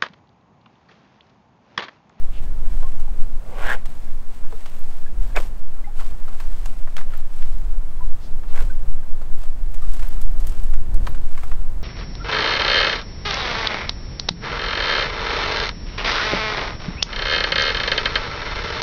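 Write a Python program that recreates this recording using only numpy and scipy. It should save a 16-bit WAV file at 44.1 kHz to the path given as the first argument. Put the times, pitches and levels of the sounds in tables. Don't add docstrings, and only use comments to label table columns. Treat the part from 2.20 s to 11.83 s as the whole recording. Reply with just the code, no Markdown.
import sys
import numpy as np
from scipy import signal
from scipy.fft import rfft, irfft
from scipy.io import wavfile
from scipy.ndimage import uniform_filter1d

SR = 44100
rng = np.random.default_rng(int(sys.argv[2]) if len(sys.argv) > 2 else 0)


def put_to_file(sound):
    columns = np.atleast_2d(sound).T
    safe = np.clip(columns, -1, 1)
    whole_steps = np.round(safe * 32767)
    wavfile.write(sys.argv[1], SR, whole_steps.astype(np.int16))


N = 424683


def gain_of(db):
    return 10 ** (np.asarray(db) / 20)


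def evened(x):
    return x / np.sqrt(np.mean(x ** 2) + 1e-20)


def curve(rows):
    s, db = np.transpose(rows)
    return np.interp(np.arange(N) / SR, s, db)


def coloured(x, points):
    hz, db = np.transpose(points)
    f = np.maximum(np.fft.rfftfreq(len(x), 1 / SR), 1e-3)
    shape_db = np.interp(np.log(f), np.log(hz), db, left=-200, right=-200)
    return evened(irfft(rfft(x) * gain_of(shape_db), len(x)))


def wander(seconds):
    size = max(round(seconds * SR), 2)
    return evened(uniform_filter1d(uniform_filter1d(rng.standard_normal(N), size), size))


def steady(x, seconds):
    size = round(seconds * SR)
    power = uniform_filter1d(uniform_filter1d(x ** 2, size), size)
    return evened(x / np.sqrt(abs(power) + 0.15))


def resonate(x, hz, width):
    r = np.exp(-np.pi * width / SR)
    return 2 * signal.lfilter([1 - r], [1, -r * np.exp(2j * np.pi * hz / SR)], x).real


def band(x, hz, width):
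    return evened(resonate(resonate(x, hz, width), hz, width))


def add(mix, s, sound):
    part = mix[round(s * SR):][:len(sound)]
    part += sound[:len(part)]


def swell(s, db, rise_s, fall_s, rise_round=2.52):
    t = np.arange(N) / SR - s
    from_peak = np.minimum(abs(t) / np.where(t < 0, rise_s, fall_s), 8)
    return gain_of(db - 60.5 * from_peak ** np.where(t < 0, rise_round, 2.52))


def slips(per_s, spread_db, clump_db, clump_s):
    size = gain_of(spread_db * np.minimum(rng.exponential(1, N), 4))
    clicks = size * rng.standard_normal(N) * (rng.random(N) < per_s / SR)
    return clicks * gain_of(clump_db * wander(clump_s))


# f/Hz, level/dB
WASH_TONE = [(60, -2.5), (100, -3), (222, -8.5), (363, -12), (1030, -16), (3180, -30.5), (6000, -34),
             (8500, -33), (10000, -36.5), (16000, -38)]
# t/s, level/dB
ENGINE_LEVELS = [(.3, -68), (1, -58), (2.3, -58), (3.3, -66)]


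def harbour(wash_db=-48.5, engine_hz=226.4):
    wash = gain_of(wash_db + .7 * wander(.1)) * coloured(rng.standard_normal(N), WASH_TONE)
    pitch = engine_hz + .8 * wander(.3)
    drone = np.sqrt(2) * np.sin(2 * np.pi * np.cumsum(pitch) / SR)
    return wash + gain_of(curve(ENGINE_LEVELS)) * drone


# t/s, level/dB, bubble f/Hz, time until it bursts/s
NEAR_DRIPS = [(0.645, -39.5, 1055, 0.03), (.878, -40, 810, 0.0053), (2.328, -36.5, 437, 0.016),
              (2.863, -40, 1656, 0.0019), (3.642, -42.5, 2040, 0.0061), (3.672, -37.5, 810, 0.02),
              (5.808, -36.5, 984, 0.021), (6.5, -38.5, 1510, 0.0092), (7.621, -41, 1180, 0.02)]


def drips(far_count=120):
    out, t = np.zeros(N), np.arange(4000) / SR
    far_drips = rng.random((far_count, 4)) * [N / SR, 9, 1300, .015] + [0, -61.5, 400, .005]
    for s, db, hz, burst_s in [*NEAR_DRIPS, *far_drips]:
        rise = np.minimum(t / 0.00068, 1)
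        fade = gain_of(-180 * t - 930 * np.maximum(t - burst_s, 0))
        bubble = np.sin(2 * np.pi * hz * (t + 0.52 * t ** 2))
        add(out, s, gain_of(db) * rise * fade * bubble)
    return out


# t/s, rumble level/dB, buffeting level/dB
GUST_LEVELS = [(.05, -20, -31), (.33, -31, -40), (.51, -23, -35), (.87, -31, -48), (1.0, -31, -33),
               (1.15, -33, -46), (1.85, -30, -42), (2.82, -40, -54), (2.94, -17, -29), (3.08, -19, -37),
               (3.62, -43, -50), (3.92, -35, -46), (4.1, -43, -50), (4.3, -25, -45), (5.1, -38, -47),
               (5.4, -18, -41), (5.8, -25, -41), (6.1, -31, -38), (6.42, -23, -35), (6.6, -30, -44),
               (7.1, -28, -37), (7.27, -34, -45), (7.48, -14, -33), (7.65, -23, -38), (8.25, -21, -36),
               (8.76, -18, -25), (8.95, -28, -36), (9.6, -24, -32)]
# t/s, level/dB
SWING_LEVELS = [(0.0, -12), (0.99, -8), (1.29, -14), (8.85, -7), (9.63, -13)]
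# f/Hz, level/dB
SWING_TONE = [(1, -4), (3, 0), (10, -2), (15, -9), (20, -30), (25, -55)]
RUMBLE_TONE = [(12, -30), (19, 0), (30, -8), (40, -13), (50, -40)]
BUFFET_TONE = [(30, -30), (42, 0), (55, -2), (100, -13), (200, -29), (400, -66)]


def wind(travel_limit=.95):
    swing = steady(coloured(rng.standard_normal(N), SWING_TONE), seconds=.4)
    swing *= gain_of(curve(SWING_LEVELS))
    swing /= (1 + (swing / travel_limit) ** 4) ** .25
    lumps = gain_of(3 * wander(.13))
    rumble = steady(coloured(rng.standard_normal(N), RUMBLE_TONE), seconds=.25) * lumps
    buffet = evened(steady(coloured(rng.standard_normal(N), BUFFET_TONE), seconds=.18) * lumps)
    roar = evened(resonate(resonate(rng.standard_normal(N), 125, 175), 100, 2100) * lumps)
    gusts = np.array(GUST_LEVELS)
    rumble_db, buffet_db = curve(gusts[:, [0, 1]]), curve(gusts[:, [0, 2]])
    roar_db = -48.5 + 0.74 * (buffet_db + 38)
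    return swing + gain_of(rumble_db) * rumble + gain_of(buffet_db) * buffet + gain_of(roar_db) * roar


# peak t/s, level/dB, build-up/s, die-away/s, centre f/Hz
SOFT_SWISHES = [(.17, -50.5, 0.09, 0.071, 2630), (1.575, -51, .05, 0.063, 1770),
                (6.055, -54, 0.091, 0.065, 4200), (6.31, -54, 0.071, .04, 3000)]


def swishes():
    noise = rng.standard_normal(N)
    return sum(swell(*move) * band(noise, hz, 0.72 * hz) for *move, hz in SOFT_SWISHES)


# f/Hz, level/dB
RUSTLE_TONE = [(600, 12), (1400, 6), (2600, 2.5), (4000, -0.5), (6300, -4), (8400, -1.5), (9800, -10.5),
               (13000, -8), (16000, -17)]


def rustling():
    return coloured(slips(per_s=12000, spread_db=3, clump_db=1.6, clump_s=.005), RUSTLE_TONE)


# peak t/s, level/dB, build-up/s, die-away/s
JACKET_MOVES = [(.24, -53.5, 0.049, 0.052), (.62, -56, 0.27, 0.28), (1.72, -58, 0.094, 0.28),
                (2.16, -57.5, .1, 0.081), (2.45, -56.5, 0.31, 0.36), (2.75, -59, 0.43, 0.28),
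                (3.04, -56, 0.098, 0.2), (3.19, -45.5, 0.036, 0.15), (3.82, -51.5, 0.13, 0.18),
                (4.25, -56, 0.52, 1), (4.79, -51, 0.021, 0.078), (5.0, -53, 0.089, 0.03),
                (5.18, -57.5, 0.17, 0.42), (6.42, -53, 0.22, 0.21), (7.21, -54, 0.059, 0.15),
                (7.8, -50.5, 0.42, 0.51), (8.27, -53, 0.22, 0.48), (8.898, -54.5, 0.18, 0.13),
                (9.24, -55.5, 0.48, 0.29)]


def jacket(rustle, still_db=-60, crinkle_db=-17):
    folds = slips(per_s=60, spread_db=2.5, clump_db=3, clump_s=.03)
    crinkles = gain_of(crinkle_db) * band(folds, hz=13000, width=2500)
    moving = sum(swell(*move) for move in JACKET_MOVES) + gain_of(still_db)
    return moving * (rustle + crinkles)


# t/s, level/dB, centre f/Hz, rub level compared with the knock or tick/dB
KNOCKS_AND_TICKS = [(.63, -30, 605, -30), (0.799, -43, 6960, 2), (1.383, -33, 1790, -17),
                    (1.657, -39, 3020, 5), (2.24, -36, 960, -25), (2.325, -31, 826, -17),
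                    (2.459, -36.5, 2290, 0.5), (3.163, -19, 3180, -21), (3.173, -16, 480, -28),
                    (3.187, -25.5, 700, -9), (3.201, -27, 600, -7), (4.08, -31.5, 850, -34),
                    (4.201, -30, 1200, -4.5), (4.458, -35, 7000, 3.5), (4.674, -33.5, 950, -23),
                    (4.767, -21, 2480, -13.5), (4.781, -24, 1210, -29), (4.789, -28.5, 1370, -14),
                    (4.811, -29, 1110, -34), (4.937, -29, 1540, -27), (5.223, -33, 2010, -20),
                    (6.235, -34.5, 840, -29), (7.017, -34, 790, -12), (7.543, -41, 8000, 2.5),
                    (7.737, -34.5, 9000, -21), (7.794, -35.5, 1360, -1.5), (7.827, -34.5, 1390, -2),
                    (8.015, -34.5, 9000, -5), (8.201, -39, 6940, -15), (8.27, -29, 9250, -13),
                    (8.295, -35, 8000, -12), (8.437, -37.5, 11100, -31), (8.538, -31.5, 1150, -5),
                    (8.743, -37, 9000, -35), (8.869, -20.5, 2300, -31), (8.8727, -17, 890, -22),
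                    (8.948, -33.5, 1310, -7), (9.152, -36.5, 1470, -23), (9.177, -28.5, 1200, -12),
                    (9.234, -28, 970, -11), (9.316, -27.5, 1090, -26)]


def knocks_and_ticks(sharp_db=-22, soft_rise_s=.005):
    out, t = np.zeros(N), np.arange(5000) / SR
    burst_fade = gain_of(-60 * t / .016) + gain_of(-17 - 60 * t / .14)
    rub_fade = gain_of(-60 * t / .03) + gain_of(-16 - 60 * t / .14)
    for s, db, hz, rub_db in KNOCKS_AND_TICKS:
        burst_noise, rub_noise = rng.standard_normal((2, len(t)))
        sharpness = min(gain_of(db - sharp_db), 1)
        rise_s = soft_rise_s * (1 - sharpness)
        rise = np.minimum((t + 1 / SR) / (rise_s + 1 / SR), 1)
        push = burst_noise * burst_fade * rise
        push[0] = 5 * sharpness ** 2
        burst = resonate(resonate(push, hz, 0.8 * hz), hz, 1.6 * hz)
        rub = gain_of(rub_db) * coloured(rub_noise, RUSTLE_TONE) * rub_fade * rise
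        add(out, s - rise_s / 2, gain_of(db) * (burst / abs(burst).max() + rub))
    return out


# f/Hz, width/Hz, level/dB
ROPE_RINGS = [(490, 146, 0.5), (800, 300, -3.5), (1155, 93, 2.5), (1610, 900, 0), (1875, 540, 4.5),
              (2140, 800, -4), (3190, 900, -8)]


def rope_body(x, tightness):
    out = np.zeros(N)
    for k, (hz, width, db) in enumerate(ROPE_RINGS):
        tilt = tightness ** (0.4 * np.log2(hz / 1000))
        out += (-1) ** k * gain_of(db) * tilt * resonate(x, hz, width)
    return out


def ridges(s, per_s, clear_per_s=36):
    turns = per_s * (np.arange(N) / SR - s) + .03 * wander(.03)
    return evened(np.exp(clear_per_s / per_s * np.cos(2 * np.pi * turns)))


def rasp(catches, tightness, db, hz, width_hz=420, slack_drop=.25, firm_db=-19.5):
    pitch = hz * (1 - slack_drop * (1 - np.sqrt(tightness)))
    turn = np.exp(2j * np.pi * np.cumsum(pitch) / SR)
    r = np.exp(-np.pi * width_hz / SR)
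    scrape = (turn * signal.lfilter([1], np.convolve([1, -r], [1, -r]), catches / turn)).real
    rasp_db = db + 1 + 0.1 * (db - firm_db)
    return gain_of(rasp_db) * tightness ** 1.8 * evened(scrape)


# peak t/s, level/dB, build-up/s, let-go/s, ridge rate/Hz, top rasp f/Hz
ROPE_PULLS = [(1.525, -25.5, 0.48, 0.072, 122, 1680), (3.167, -24, 0.037, 0.045, 196, 2350),
              (3.8, -40, 0.05, 0.067, 91, 1360), (4.938, -47, 0.23, 0.094, 67, 1510),
              (6.377, -36.5, 0.19, 0.12, 65, 1586)]


def rope_pulls(rustle, drag_db=-2.5, rustle_db=-13):
    catches = evened(slips(per_s=9000, spread_db=1, clump_db=.5, clump_s=.003))
    pulling, effort, rasps = np.zeros((3, N))
    for s, db, rise_s, fall_s, ridges_per_s, hz in ROPE_PULLS:
        tightness = swell(s, 0, rise_s, fall_s, rise_round=1.5)
        throb = ridges(s, ridges_per_s)
        pulling += gain_of(db) * tightness * throb
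        effort += tightness
        rasps += throb * rasp(catches, tightness, db, hz)
    drag = rope_body(catches, np.maximum(effort, .05)) / np.std(rope_body(catches, 1))
    strands = gain_of(rustle_db) * effort ** 0.41 * rustle
    return pulling * (gain_of(drag_db) * drag + strands) + rasps


def scene():
    background = wind() + harbour() + drips()
    rustle = rustling()
    return (background + swishes() + jacket(rustle) + knocks_and_ticks() + rope_pulls(rustle))[None]


def record(dry, top_hz=15830):
    low_pass = signal.firwin(1023, top_hz, window=("kaiser", 9), fs=SR)
    return signal.oaconvolve(np.clip(dry, -1, 1), low_pass[None], "same")


dry = scene()
out = record(dry)
put_to_file(out)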